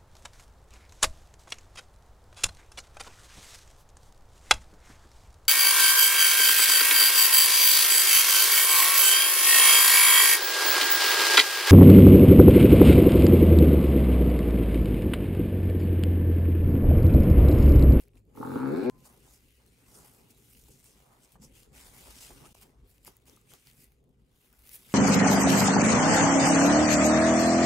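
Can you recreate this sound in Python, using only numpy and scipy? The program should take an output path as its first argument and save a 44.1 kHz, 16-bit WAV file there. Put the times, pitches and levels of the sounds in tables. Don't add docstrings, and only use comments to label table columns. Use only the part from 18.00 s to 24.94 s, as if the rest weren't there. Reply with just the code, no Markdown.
import sys
import numpy as np
from scipy import signal
from scipy.fft import rfft, irfft, next_fast_len
from scipy.io import wavfile
from scipy.ndimage import uniform_filter1d, map_coordinates

SR = 44100
rng = np.random.default_rng(int(sys.argv[2]) if len(sys.argv) > 2 else 0)


def log_audio(samples):
    frames = np.atleast_2d(samples).T
    limited = np.clip(frames, -1, 1)
    pcm = np.round(limited * 32767).astype(np.int16)
    wavfile.write(sys.argv[1], SR, pcm)


def boost(x):
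    u = np.asarray(x, float) / 20
    return 10 ** u


N = 306054
CUT_S = .8987


def unit(x):
    return x / np.sqrt(np.mean(x ** 2) + 1e-20)


def along(points, hz):
    f, v = np.transpose(points)
    return np.interp(np.log(hz + 1), np.log(f + 1), v)


def curves(rows):
    s, *cols = np.transpose(rows)
    return [np.interp(np.arange(N) / SR, s, c) for c in cols]


def wobble(rate):
    knots = rng.standard_normal(int(N * rate / SR) + 4)
    return map_coordinates(knots, [np.arange(N) * rate / SR])


def louder(db, other_db):
    return 10 * np.log10(boost(2 * db) + boost(2 * other_db))


def moves(rows):
    slope_db = 15
    t = np.arange(0, N + 64, 32) / SR
    power = 1e-14
    for s, db, rise, fall in rows:
        away = np.maximum((s - t) / rise, (t - s) / fall)
        power = power + boost(2 * (db - slope_db * away))
    return np.interp(np.arange(N) / SR, t, 10 * np.log10(power))


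def filtered(x, response):
    m = next_fast_len(x.shape[-1] + SR // 2)
    spectrum = rfft(x, m) * response(np.fft.rfftfreq(m, 1 / SR))
    return irfft(spectrum, m)[..., :x.shape[-1]]


def modes(table):
    def response(f):
        return sum((-1) ** k * boost(db) * 1j * f * w / (c * c - f * f + 1j * f * w)
                   for k, (c, w, db) in enumerate(table))
    return response


def soft(f, low_hz, top_hz):
    low = 1j * f / low_hz
    return (low / (1 + low)) ** 2 / (1 + 1j * f / top_hz) ** 2


def ledge(f, top_hz):
    return 1 / (1 - (f / top_hz) ** 2 + .8j * f / top_hz) ** 3


def climbing(x, response, rise, top):
    out = 0
    for k in range(3):
        share = np.clip(1 - np.abs(2 * rise - k), 0, 1)
        out = out + filtered(x * share, lambda f: response(f / top ** (k / 2)))
    return out


# frequency in Hz, likeness from 0 to 1.
ALIKE = [(60, 0.92), (130, 0.75), (290, 0.99), (640, 0.2), (1410, 0.081), (3100, 0.091), (6820, 0.78),
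         (15000, 1)]


def rush(spectrum, patchy_db, speckle_db, grain_db):
    z = signal.stft(rng.standard_normal((2, N)), nperseg=512)[2]

    def field(wide, long):
        return unit(uniform_filter1d(uniform_filter1d(rng.standard_normal(z.shape[1:]), wide, 0), long, 1))

    def coloured(hz):
        turn = np.arccos(np.clip(along(ALIKE, hz), -1, .93)) / 2
        return boost(along(spectrum, hz)) * [np.cos(turn), np.sin(turn)]

    mottle_db = patchy_db * field(12, 12) + speckle_db * field(2, 4)
    pair = signal.istft(z * boost(mottle_db), nperseg=512)[1][:, :N]
    mid, side = filtered(pair * boost(grain_db), coloured)
    return unit(np.array([mid + side, mid - side]))


# frequency in Hz, time to fall 60 dB in seconds.
WALLS = [(100, 0.77), (1000, 0.5), (5000, 0.075)]


def room(x):
    hz, t, z = signal.stft(rng.standard_normal((2, SR // 3)), SR, nperseg=256)
    decay = boost(-60 * t / along(WALLS, hz)[:, None])
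    tail = signal.istft(z * decay, SR, nperseg=256)[1]
    late = np.pad(x, (250, 0))[None]
    return signal.fftconvolve(late, tail / np.linalg.norm(tail[0]), axes=1)[:, :len(x)]


# peak in seconds, level in dB, rise in seconds, fall in seconds.
SHOVES = [(.006, -75, 0.011, 0.091), (.156, -70, 0.023, 0.056), (.33, -74, 0.053, 0.23),
          (.93, -71.5, 0.015, 0.23), (1.06, -63, 0.03, 0.19), (1.26, -66.5, 0.037, 0.14),
          (1.6, -72, 0.018, 0.16), (1.99, -61, 0.16, 0.33), (2.7, -76, 0.36, 0.065),
          (3.11, -64.5, 0.32, 0.31), (3.36, -57, 0.0067, 0.0091), (3.43, -65, .016, 0.034),
          (3.67, -74, 0.27, 0.023), (3.76, -62, 0.044, 0.79), (4.0, -70, 0.42, .3),
          (4.08, -56.5, 0.054, 0.074), (4.2, -69, 0.52, 0.92), (4.31, -54, 0.011, 0.018),
          (4.45, -57.5, 0.057, 0.049), (4.55, -61, 0.0023, 0.0048), (4.62, -68, 0.045, 0.11),
          (4.88, -84, 0.013, 0.099), (5.08, -55.5, 0.016, 0.024), (5.1, -77, .03, 0.1),
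          (5.28, -67.5, 0.025, 0.2), (5.54, -60, 0.016, 0.026), (5.7, -82.5, 0.42, 0.8),
          (6.54, -78.5, 0.12, 0.42), (6.76, -75.5, 0.74, 0.31), (6.94, -63, 0.1, .1)]


def slide_level():
    return louder(moves(SHOVES), -93)


# frequency in Hz, strength in dB per Hz.
RUMBLE = [(11, -47), (18, -12.5), (48, 3), (63, 6.5), (85, -15), (105, 1), (140, -29.5), (230, -120)]
# frequency in Hz, strength in dB per Hz.
HUM = [(56, -43), (95, -18), (124, 1.5), (184, -6.5), (262, -5.5), (313, -11.5), (414, -7), (460, -12.5),
       (511, -11), (576, -20.5), (650, -25), (840, -26.5), (1430, -120)]
# time in seconds, opening in dB.
OPEN = [(0, 4), (.33, 3.5), (.93, 1.5), (1.45, 1), (1.55, -0.5), (1.95, 0), (2.5, 0), (2.63, 4), (3.28, -5),
        (3.41, 4.5), (4.34, 0.5), (4.88, 2), (5.05, 1), (5.95, 0.5), (6.45, -5), (6.55, -3), (6.94, 1.5)]
# peak in seconds, level in dB.
BUMPS = [(.16, -58), (2.63, -62), (3.47, -60), (3.87, -57), (4.09, -54.5), (4.34, -59.5), (4.5, -61),
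         (4.84, -61), (6.599, -63)]
# peak in seconds, level in dB, rise and fall in seconds.
DRONES = [(.95, -60, 0.04, 0.18), (1.18, -59, 0.022, .05), (2.0, -59.5, .2, .3), (2.3, -62, .2, 0.1),
          (2.71, -57.5, 0.032, 0.075), (2.76, -64.5, 0.046, 0.14), (3.44, -61, 0.059, 0.11),
          (4.32, -53, .03, 0.25), (5.02, -71, 0.044, 0.19), (5.56, -69, 0.045, 0.066),
          (5.77, -67, 0.034, 0.039), (6.05, -61, 0.11, 0.17), (6.28, -70, 0.11, 0.084)]


def kitchen():
    open_db, = curves(OPEN)
    nudges_db = moves([(s, db, 0.1, 0.14) for s, db in BUMPS])
    rumble_db = louder(-67.5 + 0.86 * open_db, nudges_db)
    hum_db = -65.5 + open_db + 0.21 * (slide_level() + 72)
    hum_db = louder(hum_db - 1.0, moves(DRONES))
    mid, side = filtered(rng.standard_normal((2, N)), lambda hz: boost(along(RUMBLE, hz)))
    rumble = unit(mid + boost(-16.5) * side * [[1], [-1]])
    hum = rush(HUM, patchy_db=2.0, speckle_db=2.5, grain_db=0.72 * wobble(65))
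    return (boost(rumble_db) * rumble + boost(hum_db) * hum) * boost([[.6], [-.6]])


# frequency in Hz, strength in dB per Hz.
RUSTLE = [(2820, -33.5), (4800, -3), (6520, -1.5), (7850, 0), (8230, -4), (8880, 0.5), (10200, -7),
          (13300, -17), (22000, -120)]
CRACKLE = [(6000, -25), (9800, 0.5), (11400, 0.5), (12600, 0.5), (14200, 0.9), (15700, -3.5)]
RUB = [(940, -11), (1600, -2.5), (1830, -5), (1980, 0.5), (2780, 0.5), (4310, -4.5), (5200, -12),
       (6760, -42.5), (11400, -120)]
SLIDE = [(320, -13), (550, -3.5), (846, -0.5), (1220, -4.5), (1520, -10.5), (1900, -13), (2470, -29.5),
         (4180, -120)]
# peak in seconds, level in dB, rise and fall in seconds, extra crackle in dB.
SORTING = [(0, -67.5, .1, 0.079, 6), (.18, -73, 0.057, 0.028, -7), (.376, -69, 0.034, 0.87, 7.5),
           (.522, -67.5, 0.28, 0.32, 7), (.852, -64, 0.44, 0.056, -3.5), (1.06, -58.5, 0.033, 0.061, -1.5),
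           (1.2, -83, .3, 0.21, 10), (1.34, -62.5, 0.21, 0.055, -0.5), (1.96, -57.5, 0.11, 0.23, -1.5),
           (2.08, -73, .1, 0.16, 11.5), (2.31, -59, 0.019, 0.015, 1.5), (2.54, -65.5, 0.27, 0.48, 3),
           (2.72, -62, 0.038, 0.11, -11), (2.86, -62.5, 0.046, 0.16, -3), (3.249, -61.5, 0.048, 0.016, -6),
           (3.33, -65.5, 0.027, 0.024, 2), (3.439, -55.5, 0.037, 0.05, -7), (3.57, -61.5, 0.055, 0.19, 0),
           (3.761, -58, 0.031, 0.36, -1), (3.94, -62, 0.062, 1, 1), (4.12, -75.5, 1, 0.63, 2.5),
           (4.23, -53.5, 0.28, 0.23, -3.5), (4.46, -56, 0.033, 0.024, -7)]
# peak in seconds, level in dB, rise and fall in seconds, extra crackle in dB.
MOULDING = [(4.546, -61.5, 0.0046, 0.023, 2), (4.629, -60, 0.035, 0.016, 1), (4.9, -73, 0.022, 0.096, 9.5),
            (5.075, -51.5, 0.022, 0.02, 3), (5.1, -70, .03, 0.17, -1.5), (5.27, -64, 0.013, 0.18, 1),
            (5.503, -59.5, 0.024, 0.13, -2), (5.68, -64, 0.084, 0.071, 1.5), (5.82, -63, 0.086, 0.048, 5),
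            (6.37, -87.5, 0.063, 0.96, 11.5), (6.639, -74.5, 1, .2, 3), (6.75, -56, 0.084, 0.051, 8),
            (6.82, -67, 0.13, .3, 4.5), (6.94, -54, 0.071, .1, 0.5)]
# start in seconds, idle rustle in dB, share of rub in dB,
# growth of the rub with the rustle (dB per dB).
SHOTS = [
    (0, -83.5, 1, 1.3),
    (CUT_S, -74.5, -0.68, 0.35),
    (3.5, -88, 0.5, 0.7946),
]
# middle in seconds, depth in dB, half length in seconds.
LULLS = [(0.11, 5.5, 0.04), (0.273, 10.5, 0.072), (0.93, 6.5, 0.054), (3.39, 10, 0.022), (3.69, 7, 0.041),
         (4.781, 9.5, 0.083), (5.22, 3, 0.04), (6.147, 8.5, 0.18)]


def hands():
    t = np.arange(N) / SR
    start, idle_db, share_db, grows = np.transpose(SHOTS)
    shot = np.searchsorted(start[1:], t)
    handling = SORTING + MOULDING
    rustle_db = louder(moves([row[:4] for row in handling]), idle_db[shot])
    crackle_db = louder(moves([(s, db + c, up, down) for s, db, up, down, c in handling]), idle_db[shot])
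    even_db = -72
    rub_db = even_db + grows[shot] * (rustle_db - even_db) + share_db[shot]

    grain = wobble(400) + 0.65 * wobble(45)
    snaps = 6.5 * np.clip(wobble(900) - 1.6, 0, 2)
    rustle = boost(rustle_db) * rush(RUSTLE, patchy_db=1.77, speckle_db=1.5, grain_db=1.47 * grain + 0.27 * snaps)
    crackle = boost(crackle_db) * rush(CRACKLE, patchy_db=0.0, speckle_db=1.3, grain_db=2.4 * grain + snaps)
    rub = boost(rub_db) * rush(RUB, patchy_db=2.0, speckle_db=2.0, grain_db=1.35 * grain)
    rub = rub * boost([[1.2], [-1.2]])
    slide = boost(slide_level()) * rush(SLIDE, patchy_db=1.5, speckle_db=1.0, grain_db=1.4 * grain)

    shut_db = sum(db * np.exp(-((t - s) / half) ** 4) for s, db, half in LULLS)
    return boost(-shut_db) * rustle + boost(-1.6 * shut_db) * crackle + boost(-0.91 * shut_db) * rub + slide


# start in seconds,
# peak in dB, pitch in Hz, left over right in dB.
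TICKS = [(2.298, -53, 8800, -1.5), (2.6385, -44, 6000, 3), (3.2405, -45.5, 7750, 5.5),
         (3.4171, -56, 7720, 6.5), (4.598, -49, 13800, -3), (4.6139, -38.5, 9500, -1),
         (5.049, -35, 13350, 10), (5.0687, -41, 11000, -3), (5.168, -41, 13600, 4), (5.256, -49, 9000, 2.5),
         (5.2971, -39.5, 5790, 6), (5.364, -42.5, 10400, 7), (5.5198, -43.5, 9200, 1.5),
         (5.5367, -36, 3250, 2), (5.6716, -38, 4600, 1), (5.9203, -52, 13000, -6),
         (6.5284, -42.5, 13200, 6), (6.5914, -47, 14400, 7.5), (6.6217, -45, 14000, 2),
         (6.6735, -36.5, 13600, -2), (6.6928, -31, 15100, 10), (6.715, -38.5, 11940, 2),
         (6.7326, -35, 14800, 1), (6.7484, -47, 14200, -5), (6.7629, -36, 8800, -0.5),
         (6.8459, -47, 13660, -7), (6.9227, -50, 3020, -2.5),
         (.0368, -46, 8200, -4), (.043, -58, 13500, 0), (.053, -55, 12000, 0), (.083, -50, 12000, 3),
         (.1555, -53, 3980, 8), (.172, -61, 9500, 1), (.19, -62, 7000, 3), (.2528, -58, 13900, -2),
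         (1.0042, -51, 6440, 0), (1.2292, -55, 8740, -2.5), (1.6632, -46, 10400, 5.5),
         (2.5327, -46, 2820, 3), (2.6849, -45, 12300, 1.5), (2.7183, -50, 8930, 0.5),
         (2.843, -41.5, 10600, 2.5), (3.2262, -53, 10800, 1.5), (3.3209, -42, 9500, 3),
         (3.6327, -43, 4940, 4), (3.731, -57, 8810, 1), (4.5505, -45, 8600, 4), (4.875, -55, 9240, 4),
         (4.9453, -58, 7640, -12.5), (4.9814, -48, 2760, 6), (5.0304, -53, 8500, -7), (5.2, -56, 2500, 1),
         (5.222, -62, 3440, -4.5), (5.292, -48, 7000, 0), (5.414, -50, 8000, 0), (5.5035, -49, 8860, 5),
         (5.7, -43, 4300, 3), (5.713, -42, 9500, 1), (5.733, -48, 9000, 1), (6.041, -57.5, 10400, 3),
         (6.092, -62, 14000, -3)]


def creases():
    out, t = np.zeros((2, N + SR)), np.arange(SR // 20) / SR
    for s, db, hz, pan_db in TICKS:
        noise = signal.lfilter([1, -.5], [1], rng.standard_normal(len(t)))
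        tone = np.sin(2 * np.pi * hz * t)
        crack = (.5 * noise + .5 * tone) * boost(-60 * t / .005)
        ears = boost(db - 1 + pan_db * np.array([[.5], [-.5]]))
        out[:, round(s * SR):][:, :len(t)] += ears * crack
    return out[:, :N]


# start in seconds, peak in dB, pitch in Hz, time to fall 60 dB in seconds.
TAPS = [(0.0774, -60, 2350, 0.0089), (.091, -63, 2700, 0.0065), (.135, -62, 2500, .006),
        (.16, -53, 297, .04), (.172, -56.5, 2550, 0.0098), (2.551, -52, 2880, 0.012),
        (2.684, -58, 840, 0.023), (3.356, -49, 920, 0.011), (4.21, -53, 980, 0.019),
        (4.306, -43.5, 870, 0.012), (1.054, -58.5, 1050, 0.052), (1.278, -56.5, 840, .03),
        (3.423, -56, 900, .01), (4.059, -55, 1250, 0.014), (5.058, -51, 2200, 0.0089),
        (5.279, -60, 1030, 0.011), (5.373, -55.5, 1240, 0.02), (5.518, -53, 1440, 0.011),
        (5.674, -56, 2300, 0.011), (6.657, -60, 1302, .01), (6.856, -59, 2170, .015),
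        (4.551, -46.5, 810, 0.0067), (5.079, -37.5, 1028, 0.0031), (5.535, -59, 714, 0.012),
        (6.535, -58, 1460, 0.018), (6.897, -58, 2340, 0.015), (6.922, -45, 2870, 0.01)]
# start in seconds, pitch in Hz, level in dB, time to fall 60 dB in seconds.
THUD = (4.306, 255, -52, .09)


def taps():
    out, t = np.zeros(N + SR), np.arange(SR // 20) / SR
    for s, db, hz, t60 in TAPS:
        upper_hz = hz * rng.uniform(1.0, 1.94)
        pair = np.sin(2 * np.pi * hz * t) + 0.28 * np.sin(2 * np.pi * upper_hz * t)
        out[round(s * SR):][:len(t)] += boost(db - 60 * t / np.clip(t60, .004, .05)) * pair
    s, hz, db, t60 = THUD
    out[round(s * SR):][:len(t)] += boost(db - 60 * t / t60) * np.sin(2 * np.pi * hz * t)
    return out[:N] + boost(-13) * room(out[:N])


# start in seconds, length in seconds, first pitch in Hz, last pitch in Hz, level in dB.
SQUEAK = (4.436, .036, 1050, 1380, -58)


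def squeak():
    s, length, from_hz, to_hz, db = SQUEAK
    u = np.clip((np.arange(N) / SR - s) / length, 0, 1)
    phase = 2 * np.pi * np.cumsum(from_hz + (to_hz - from_hz) * u) / SR
    return boost(db + 5.0 * wobble(350)) * np.sin(np.pi * u) ** .5 * np.sin(phase)


# pitch in Hz, level in dB, time to fall 60 dB in seconds.
LAID = (1025, -66, .9)


def laid_blade():
    hz, db, t60 = LAID
    t = np.arange(N) / SR - CUT_S
    level_db = db - 60 * np.abs(t) / t60 + 1.1 * wobble(52)
    return (t > 0) * boost(level_db) * np.sin(2 * np.pi * hz * t)


# time in seconds, cycles per second in Hz.
SPEED = [(.4, 39.6), (.528, 47.4), (.6, 65), (.665, 67), (.73, 75), (.78, 89), (.824, 102), (.85, 120),
         (.875, 126)]
# time in seconds, delay in cycles, gain in dB.
SECOND = [(.43, 0, -8), (.48, .02, 4), (.52, .17, -4), (.56, .06, 4), (.6, .24, 7), (.625, .2, 4),
          (.645, .03, 10), (.685, .04, 8), (.71, .16, -2)]


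def slips(pattern, jitter, scatter_db, wander):
    cycle = np.cumsum(curves(SPEED)[0][:SR]) / SR
    cycle = cycle - cycle[round(.4261 * SR)]
    place, size_db = np.transpose(pattern)
    turns = np.arange(-4, 46)[:, None]
    delay, gain_db = (wander * np.interp(turns, cycle, c[:SR]) for c in curves(SECOND))
    chance = rng.standard_normal((2, 50, len(place)))
    when = turns + place + delay * [0, 1, .5] + jitter * chance[0]
    at = np.interp(when, cycle, np.arange(SR)).astype(int)
    size = boost(size_db + gain_db * [0, 1, 0] + scatter_db * chance[1])
    return np.bincount(at.ravel(), size.ravel(), SR)


def steady(x):
    power = uniform_filter1d(np.mean(np.atleast_2d(x) ** 2, 0), 2600)
    return x / np.sqrt(np.abs(power) + 1e-12)


# place in the cycle from 0 to 1, size in dB.
PUSHES = [
    (0, 4.5),
    (.385, -2),
    (.72, -12.5),
]
# pitch in Hz, width in Hz, level in dB.
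BOARD = [(129.7, 29, -14), (165, 31, -16.5), (200, 30, -30), (260, 21.2, 0.5), (380, 53, -14),
         (432, 22, -8.5), (492, 24, -10), (558, 24, -18.5)]
# pitch in Hz, width in Hz, level in dB.
DEEP = [(394, 26, 0.5), (652, 45, -15.5), (716, 39, -13.5), (819, 80, -14)]
# pitch in Hz, width in Hz, level in dB.
LOOSE = [(95, 34, -12)]
# pitch in Hz, width in Hz, level in dB.
COUNTER = [(140, 130, -19.5), (250, 50, -31), (421, 55, -12), (493, 10, -34.5), (630, 65, -16.5)]
# time in seconds, level in dB.
GROAN = [(.34, -62), (.385, -40.5), (.52, -35), (.563, -30), (.597, -34), (.651, -27.5), (.76, -32.5),
         (.812, -33), (.89, -23)]
# peak in seconds, level in dB, rise in seconds, fall in seconds.
SURGES = [
    (.742, -25, .03, .02),
    (.779, -25, 0.015, .04),
    (.826, -33, 0.014, .02),
]


def board_groan(friction, rise):
    even = slips(PUSHES, jitter=.007, scatter_db=1.5, wander=.3)
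    push = filtered(even + .01 * friction, lambda f: soft(f, low_hz=85, top_hz=720))
    board = filtered(push, modes(BOARD))
    board = board + filtered(push * rise ** 3, modes(DEEP)) + filtered(push * (1 - rise), modes(LOOSE))
    groan = board * boost([[.5], [-.5]]) + filtered(push, modes(COUNTER)) * [[1], [-1]] + boost(-12) * room(board)
    level_db = louder(curves(GROAN)[0], moves(SURGES))[:SR]
    level_db = uniform_filter1d(level_db, size=400)
    return boost(level_db) * steady(groan)


# pitch in Hz, width in Hz, level in dB.
BLADE = [(836, 83, 9.5), (900, 62, 10), (1126, 290, 0), (1360, 250, -5.5), (1740, 94, -20.5)]


def steel(f):
    return modes(BLADE)(f) * soft(f, low_hz=656, top_hz=4000) * ledge(f, top_hz=1510)


# pitch in Hz, width in Hz, level in dB.
CLACK = [(1200, 800, 0)]


def blade_rasp(train, friction, rise):
    def clack(f):
        return modes(CLACK)(f) ** 2 * ledge(f, top_hz=1550)

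    blade = climbing(train + 0.0092 * friction, steel, rise, top=1.24)
    blade = blade + boost(-8) * climbing(train, clack, rise, top=1.15)
    return steady(blade + boost(-12) * room(blade))


# pitch in Hz, width in Hz, level in dB.
EDGE = [(2130, 520, 0), (2700, 340, -8.5), (3750, 900, -3)]


def edge_scrape(train, friction, rise):
    def thin_edge(f):
        return modes(EDGE)(f) ** 2 * soft(f, low_hz=1900, top_hz=4500)

    edge = climbing(train + 0.15 * friction, thin_edge, rise, top=1.09)
    return steady(edge * boost([[2], [-2]]) + boost(2) * room(edge))


# time in seconds, peak in dB.
SNAGS = [(0.351, -49), (0.373, -41), (.385, -50), (0.412, -38), (0.428, -27.5), (.45, -39.5), (.518, -37),
         (0.557, -32.5), (0.629, -33)]


def snag_jerks():
    jerks = np.zeros(SR)
    for s, db in SNAGS:
        jerks[round(s * SR)] = boost(db + 29)
    jerks = filtered(jerks, steel)
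    return jerks + boost(-6) * room(jerks)


# time in seconds, rasp in dB, scrape in dB.
STROKE = [(.345, -68, -90), (.4, -72, -79), (.435, -53, -69), (.62, -44, -59.5), (.89, -51, -52)]
# place from 0 to 1, size in dB.
CATCHES = [
    (0, 0.5),
    (0.379, -3),
    (.7, -7.5),
]
# time in seconds, progress from 0 to 1.
RISE = [(.35, 0), (.6, 0.52), (.9, 1)]


def knife():
    t = np.arange(SR) / SR
    rise = curves(RISE)[0][:SR]
    train = slips(CATCHES, jitter=0.011, scatter_db=1.5, wander=1)
    friction = rng.standard_normal(SR) * signal.lfilter([1], [1, -.985], train)
    rasp_db, scrape_db = (c[:SR] for c in curves(STROKE))
    swells = [(s, db - 28.5, 0.015, 0.0057) for s, db in SNAGS]
    rasp_db = louder(rasp_db, moves(swells)[:SR])
    out = board_groan(friction, rise) + snag_jerks()
    out = out + boost(rasp_db + 1) * blade_rasp(train, friction, rise)
    out = out + boost(scrape_db) * edge_scrape(train, friction, rise)
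    out = out * np.clip((t - .325) / 0.039, 0, 1) * (t < CUT_S)
    return np.pad(out, ((0, 0), (0, N - SR)))


def scene():
    return kitchen() + hands() + creases() + taps() + squeak() + laid_blade() + knife()


def low_pass(x):
    return signal.sosfilt(signal.butter(12, 16510, fs=SR, output="sos"), x)


# start in seconds, end in seconds.
GAP = (4.533, 4.544)


def record(dry):
    t = np.arange(N) / SR
    x = dry * np.clip(np.maximum((GAP[0] - t) / .006, (t - GAP[1]) / .002), .13, 1)
    band = filtered(x, lambda hz: np.exp(-((hz - 12050) / 200) ** 4))
    x = x - band * np.clip(2 + 4 * wobble(9), 0, .97)
    x = filtered(x, lambda hz: np.where(hz < 15750, 1, boost(-30)))
    return low_pass(x)


dry = scene()
out = record(dry)
log_audio(out)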